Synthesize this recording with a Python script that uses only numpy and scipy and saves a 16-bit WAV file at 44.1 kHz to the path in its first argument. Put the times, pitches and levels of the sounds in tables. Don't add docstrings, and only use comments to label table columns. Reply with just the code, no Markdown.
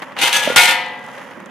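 import sys
import numpy as np
from scipy import signal
from scipy.fft import rfft, irfft
from scipy.io import wavfile

SR = 44100
rng = np.random.default_rng(int(sys.argv[2]) if len(sys.argv) > 2 else 0)


def master_out(mix):
    frames = np.transpose(np.atleast_2d(mix))
    ceiling = np.clip(frames, -1, 1)
    pcm = np.round(ceiling * 32767).astype(np.int16)
    wavfile.write(sys.argv[1], SR, pcm)


N = 66150
T = np.arange(N) / SR

# t/s, length/s, level/dB, change over length/dB, treble/dB
SCRAPES = [(.165, 0.023, -33.5, 9, -12), (.186, 0.026, -17, -2.5, -4.5), (.213, 0.014, -10.5, 1, 2.5),
           (.232, 0.017, -12, -3, 1), (.246, 0.029, -18.5, 7, 0), (.276, 0.016, -20, -11, 6),
           (.287, 0.05, -25, -7, 3), (.327, 0.0094, -17, 7, 3.5), (.343, 0.018, -18, 3.5, 3.5),
           (.3585, 0.015, -14, -4.5, 8.5), (.372, 0.035, -23.5, -1.5, 7.5), (.424, 0.04, -18.5, -1, 0),
           (.473, 0.074, -23, -6.5, -2)]
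CLATTER = [(.5602, 0.037, -3.5, -5, 4.5), (.604, 0.056, -13, 0, 6), (.673, 0.028, -12.5, 3.5, -1.5),
           (.709, 0.034, -17, -7, 3)]
# f/Hz, bandwidth/Hz, gain/dB
TRUCK_RESONANCES = [(2860, 72, -2.5), (3210, 110, -6.5), (3660, 93, -8), (4450, 44, 0), (6120, 90, 5.5),
                    (6770, 110, -3), (7580, 150, -6), (8870, 250, -3.5), (9630, 96, 4.5),
                    (11700, 400, -10.5)]
# f/Hz, T60/s, gain when scraped/dB, gain when slammed/dB
RAIL_MODES = [(510, 1.1, -26, -25), (533, .7, -27, -31), (697, 1.0, -25, -28), (731, .9, -27, -20),
              (790, .3, -23, -28), (812, .25, -23, -34), (851, 1.1, -22, -19), (905, 1.1, -28, -23),
              (947, .75, -17, -17), (1018, 1.5, -31, -27), (1262, .6, -25, -24), (1431, .22, -18, -15),
              (1621, 1.7, -31, -26), (1801, .6, -25, -16.5), (1955, 1.3, -30, -28), (1986, 1.3, -25, -18),
              (2013, .9, -24, -25), (2044, .7, -28, -21), (2083, .35, -20, -15), (2194, .4, -22, -13),
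              (2335, .4, -21, -21), (2386, .65, -20, -19), (2500, .55, -19, -18), (2724, .3, -23, -20),
              (2978, .7, -25, -23), (3161, .25, -20, -21), (3528, .3, -25, -20), (4248, .45, -30, -24)]
# f/Hz, level/dB
SHIMMER_SPECTRUM = [(100, -42), (400, -38), (700, 1), (1500, 3.5), (2200, -2.5), (3100, 1), (4300, -1),
                    (5500, 4.5), (15000, -1)]
# f/Hz, T60/s
SHIMMER_DECAY = [(500, 1.02), (2000, 0.83), (4000, 0.66), (7000, 0.3), (14000, 0.34)]
# t/s, length/s, f/Hz, level/dB
SQUEALS = [(0.213, 0.041, 2086, -20.5), (0.324, 0.0094, 3354, -22.5), (.33, 0.1, 1685, -23.5),
           (.345, 0.035, 2614, -29), (.33, 0.032, 2250, -35), (0.341, 0.037, 6510, -31.5),
           (0.492, 0.017, 1427, -24), (0.565, 0.013, 1431, -15.5), (0.568, 0.044, 2194, -19),
           (0.657, 0.024, 2082, -28.5), (0.678, 0.026, 2500, -38)]
WHINE = (-0.1, -0.01, 591, -40)
# t/s, level/dB, treble/dB
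KNOCKS = [(0.019, -19, 3), (.120, -32, -2), (0.1646, -20.5, -1.5), (0.232, -14.5, 18.5),
          (0.2801, -19.5, 20), (0.36, -20, 13), (0.5607, -9.5, 8), (.7672, -51, 7.5), (1.0843, -30.5, -2),
          (1.178, -28.5, 1), (1.312, -33.5, -3), (1.3311, -51, -11), (1.3996, -34, -14), (1.46, -36, -17)]
# t/s, level/dB, f/Hz
THUMPS = [(.4732, -8.5, 600), (.4998, -11.5, 517), (.520, -19, 524)]
# t/s, level/dB, treble/dB, left over right/dB
ROLL = [(0, -35, 4.5, 0), (.15, -38, 0.5, -1.5), (.3, -38, 17, -2), (.54, -26.5, 10, -1), (.72, -41, 2, 0),
        (.9, -37.5, 3, -3), (1.08, -36.5, 6.5, -2.5), (1.22, -35.5, 7.5, -2), (1.36, -39, 4, -4),
        (1.5, -39, -1.5, -2.5)]
# t/s, level/dB
DRONE = [(0, -55), (.16, -46), (.215, -30), (.32, -54), (.55, -58), (.62, -44), (.85, -43), (1.1, -49),
         (1.28, -46.5), (1.4, -42), (1.5, -43)]
GRIT = [(.862, -41), (0.883, -43), (.992, -47), (1.041, -45), (1.064, -41), (1.086, -47), (1.135, -53),
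        (1.402, -43.5), (1.459, -40)]
# f/Hz, spectral level/dB
STEEL_SPECTRUM = [(30, -43), (100, -23.5), (250, -16), (450, -10), (800, -7), (1100, -10), (1600, -6),
                  (2300, -0.5), (3500, 0), (4000, -4.5), (5200, -12), (9800, -14.5), (13500, -19.5),
                  (16000, -39)]
WOOD_SPECTRUM = [(30, -34), (150, -14), (350, -0.5), (520, -4.5), (750, 0.5), (1300, 2.5), (2200, -5.5),
                 (3800, -13.5), (6000, -26.5), (15000, -37.5)]
ROAD_SPECTRUM = [(15, -88), (25, -57), (113, -6), (267, 1.5), (313, -20.5), (537, 4.5), (684, -4.5),
                 (919, 1), (1450, -4), (1950, -2), (2230, -9.5), (3170, -14), (4140, -29), (6550, -28.5),
                 (8570, -39.5), (10300, -33), (15500, -49)]
DRONE_SPECTRUM = [(20, -22), (60, -6), (120, -6), (200, 3.5), (260, 1.5), (340, 1.5), (700, -11),
                  (3000, -40)]
GRIT_SPECTRUM = [(100, -38.5), (2500, -8), (7000, 15), (11000, 2.5), (16000, -10)]
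# f/Hz, correlation/1
COHERENCE = [(60, 0.23), (250, 0.61), (900, 0.8), (2000, 0.84), (4000, 0.55), (12000, 0.23)]


def rough_contact(events, rise_s, t60, grain_db, chatter_db, chatter_hz):
    body, treble = noise(STEEL_SPECTRUM, grain_db)
    strokes = [(amp(db) * envelope(start, length, rise_s, t60, change_db), treble_db)
               for start, length, db, change_db, treble_db in events]
    force = np.sqrt(sum(level ** 2 for level, _ in strokes))
    edge = np.sqrt(sum((level * amp(treble_db)) ** 2 for level, treble_db in strokes))
    chatter = unit(amp(chatter_db * wander(chatter_hz)))
    return (body * force + treble * edge) * chatter, force


def truck(grind):
    return sum(amp(db) * signal.lfilter(*signal.iirpeak(hz, hz / width, SR), grind)
               for hz, width, db in TRUCK_RESONANCES)


def rail_modes(scrape_force, slam_force):
    ring = np.zeros((2, N))
    for hz, t60, scrape_db, slam_db in RAIL_MODES:
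        retained = np.exp(-2 * np.log(1000) / (t60 * SR))
        drive = (scrape_force * amp(scrape_db)) ** 2 + (slam_force * amp(slam_db)) ** 2
        energy = signal.lfilter([1 - retained], [1, -retained], drive)
        waver = .2 + .9 * drive / (drive + energy + 1e-12)
        ring += np.sqrt(energy) * tone(hz, waver, waver_hz=21.1, spread_rad=.24)
    return ring * amp(2.5)


def rail_shimmer(contact):
    excitation = sum(noise(SHIMMER_SPECTRUM, grain_db=0))[:, :SR]
    hz, t, spectra = signal.stft(excitation, SR, nperseg=256)
    decay = amp(-60 * t / at_frequency(SHIMMER_DECAY, hz)[:, None])
    response = signal.istft(spectra * decay, SR, nperseg=256)[1]
    return signal.fftconvolve(contact.mean(0)[None], response / np.linalg.norm(response[0]), axes=1)[:, :N]


def squeals():
    return sum(amp(db) * envelope(start, length, rise_s=.005, t60=.33)
               * tone(hz, waver=.25, waver_hz=60, spread_rad=.2) for start, length, hz, db in SQUEALS)


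def knocks():
    body, treble = noise(WOOD_SPECTRUM, grain_db=-5)
    crack = sum(amp(db) * (body + amp(treble_db) * treble) * envelope(start, .00081, rise_s=.0017, t60=.057)
                for start, db, treble_db in KNOCKS)
    rattle = sum(amp(db) * envelope(start, .013, rise_s=.0037, t60=.036) for start, db, _ in KNOCKS)
    return crack + amp(-10) * rattle * noise(WOOD_SPECTRUM, grain_db=-2.5)[0]


def thumps(rise_s=.0029, low_hz=254, low_db=-9.5):
    deck = np.zeros(N)
    for start, db, hz in THUMPS:
        t = np.maximum(T - start, 0)
        swell = (t / rise_s * np.exp(1 - t / rise_s)) ** 1.4
        swing = np.sin(2 * np.pi * hz * t) + amp(low_db) * np.sin(2 * np.pi * low_hz * t)
        deck -= amp(db) * swell * swing
    return pan(deck, db=-5.5)


def wheels():
    times, db, treble_db, left_db = np.transpose(ROLL)
    body, treble = noise(ROAD_SPECTRUM, grain_db=2.5)
    brightness = amp(np.interp(T, times, treble_db) + 1.7 * wander(90))
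    level = amp(np.interp(T, times, db) + .58 * wander(37))
    roar = (body + treble * brightness) * level
    drone = sum(noise(DRONE_SPECTRUM, grain_db=5.5)) * amp(np.interp(T, *np.transpose(DRONE)))
    cracks = sum(amp(db) * envelope(start, .00053, rise_s=.0004, t60=.012) for start, db in GRIT)
    grit = sum(noise(GRIT_SPECTRUM, grain_db=0)) * cracks
    return pan(roar + drone + grit, np.interp(T, times, left_db))


def wheel_whine():
    start, length, hz, db = WHINE
    level = amp(db) * envelope(start, length, rise_s=.022, t60=.33)
    return level * tone(hz, waver=1.3, waver_hz=45.6, spread_rad=.18)


def street_echoes(sound, t60, rise_s):
    t = T[:SR // 2]
    tail = rng.standard_normal((2, len(t))) * amp(-60 * t / t60) * np.minimum(t / rise_s, 1) ** 2
    return signal.fftconvolve(sound, tail / np.linalg.norm(tail[0]), axes=1)[:, :N]


def noise(spectrum, grain_db, crossover_hz=4200):
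    hz = np.fft.rfftfreq(N, 1 / SR)
    mid, side = rfft(rng.standard_normal((2, N)) * amp(grain_db * np.clip(wander(900), -2, 2)))
    coherence = np.clip(at_frequency(COHERENCE, hz), 0, 1)
    stereo = np.sqrt(1 + coherence) * mid + np.array([[1], [-1]]) * np.sqrt(1 - coherence) * side
    coloured = stereo * amp(at_frequency(spectrum, hz))
    whole = irfft(coloured, N)
    treble = irfft(coloured / (1 + (crossover_hz / (hz + 1)) ** 4), N)
    return (whole - treble) / whole.std(), treble / whole.std()


def tone(hz, waver, waver_hz, spread_rad):
    phase = 2 * np.pi * (hz * T + rng.random()) + spread_rad * rng.standard_normal() * np.array([[1], [-1]])
    stray = wander(waver_hz) + 1j * wander(waver_hz)
    return ((np.sqrt(2) + waver * stray) * np.exp(1j * phase)).real / np.sqrt(1 + waver ** 2)


def envelope(start, length, rise_s, t60, change_db=0):
    t = T - start
    db = change_db * np.clip(t / length, 0, 1) - 60 * np.maximum(t - length, 0) / t60
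    return np.clip(t / rise_s, 0, 1) * amp(db)


def wander(rate_hz):
    hz = np.fft.rfftfreq(N, 1 / SR)
    return unit(irfft(rfft(rng.standard_normal(N)) / (1 + (hz / rate_hz) ** 4), N))


def pan(x, db):
    return x * amp(np.array([[.5], [-.5]]) * db)


def at_frequency(points, hz):
    f, value = np.transpose(points)
    return np.interp(np.log(hz + 1), np.log(f + 1), value)


def amp(db):
    return 10 ** (np.asarray(db) / 20)


def unit(x):
    return x / np.sqrt(np.mean(x ** 2) + 1e-20)


def scene():
    grind, scrape_force = rough_contact(SCRAPES, rise_s=.0024, t60=.051,
                                        grain_db=1, chatter_db=-2, chatter_hz=170)
    landing, slam_force = rough_contact(CLATTER, rise_s=.001, t60=.09,
                                        grain_db=2.5, chatter_db=1.5, chatter_hz=130)
    contact = grind * amp(-4) + truck(grind) * amp(-2) + landing * amp(-3)
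    shimmer = rail_shimmer(grind * amp(-9) + landing * amp(-11.5))
    steel = contact + shimmer + rail_modes(scrape_force, slam_force) + squeals()
    direct = pan(steel, db=2) + knocks() + thumps()
    return direct + amp(-19) * street_echoes(direct, t60=.43, rise_s=.0031) + wheels() + wheel_whine()


def record(dry, low_cut_hz=92, asymmetry=.023, band_limit_hz=15700):
    thin = signal.sosfilt(signal.butter(2, low_cut_hz, "highpass", fs=SR, output="sos"), dry)
    ceiling = 1 + asymmetry * np.sign(thin)
    clipped = thin / (1 + (thin / ceiling) ** 6) ** (1 / 6)
    lowpass = signal.firwin(255, band_limit_hz, window=("kaiser", 8), fs=SR)
    return signal.oaconvolve(clipped, lowpass[None], "same")


dry = scene()
out = record(dry)
master_out(out)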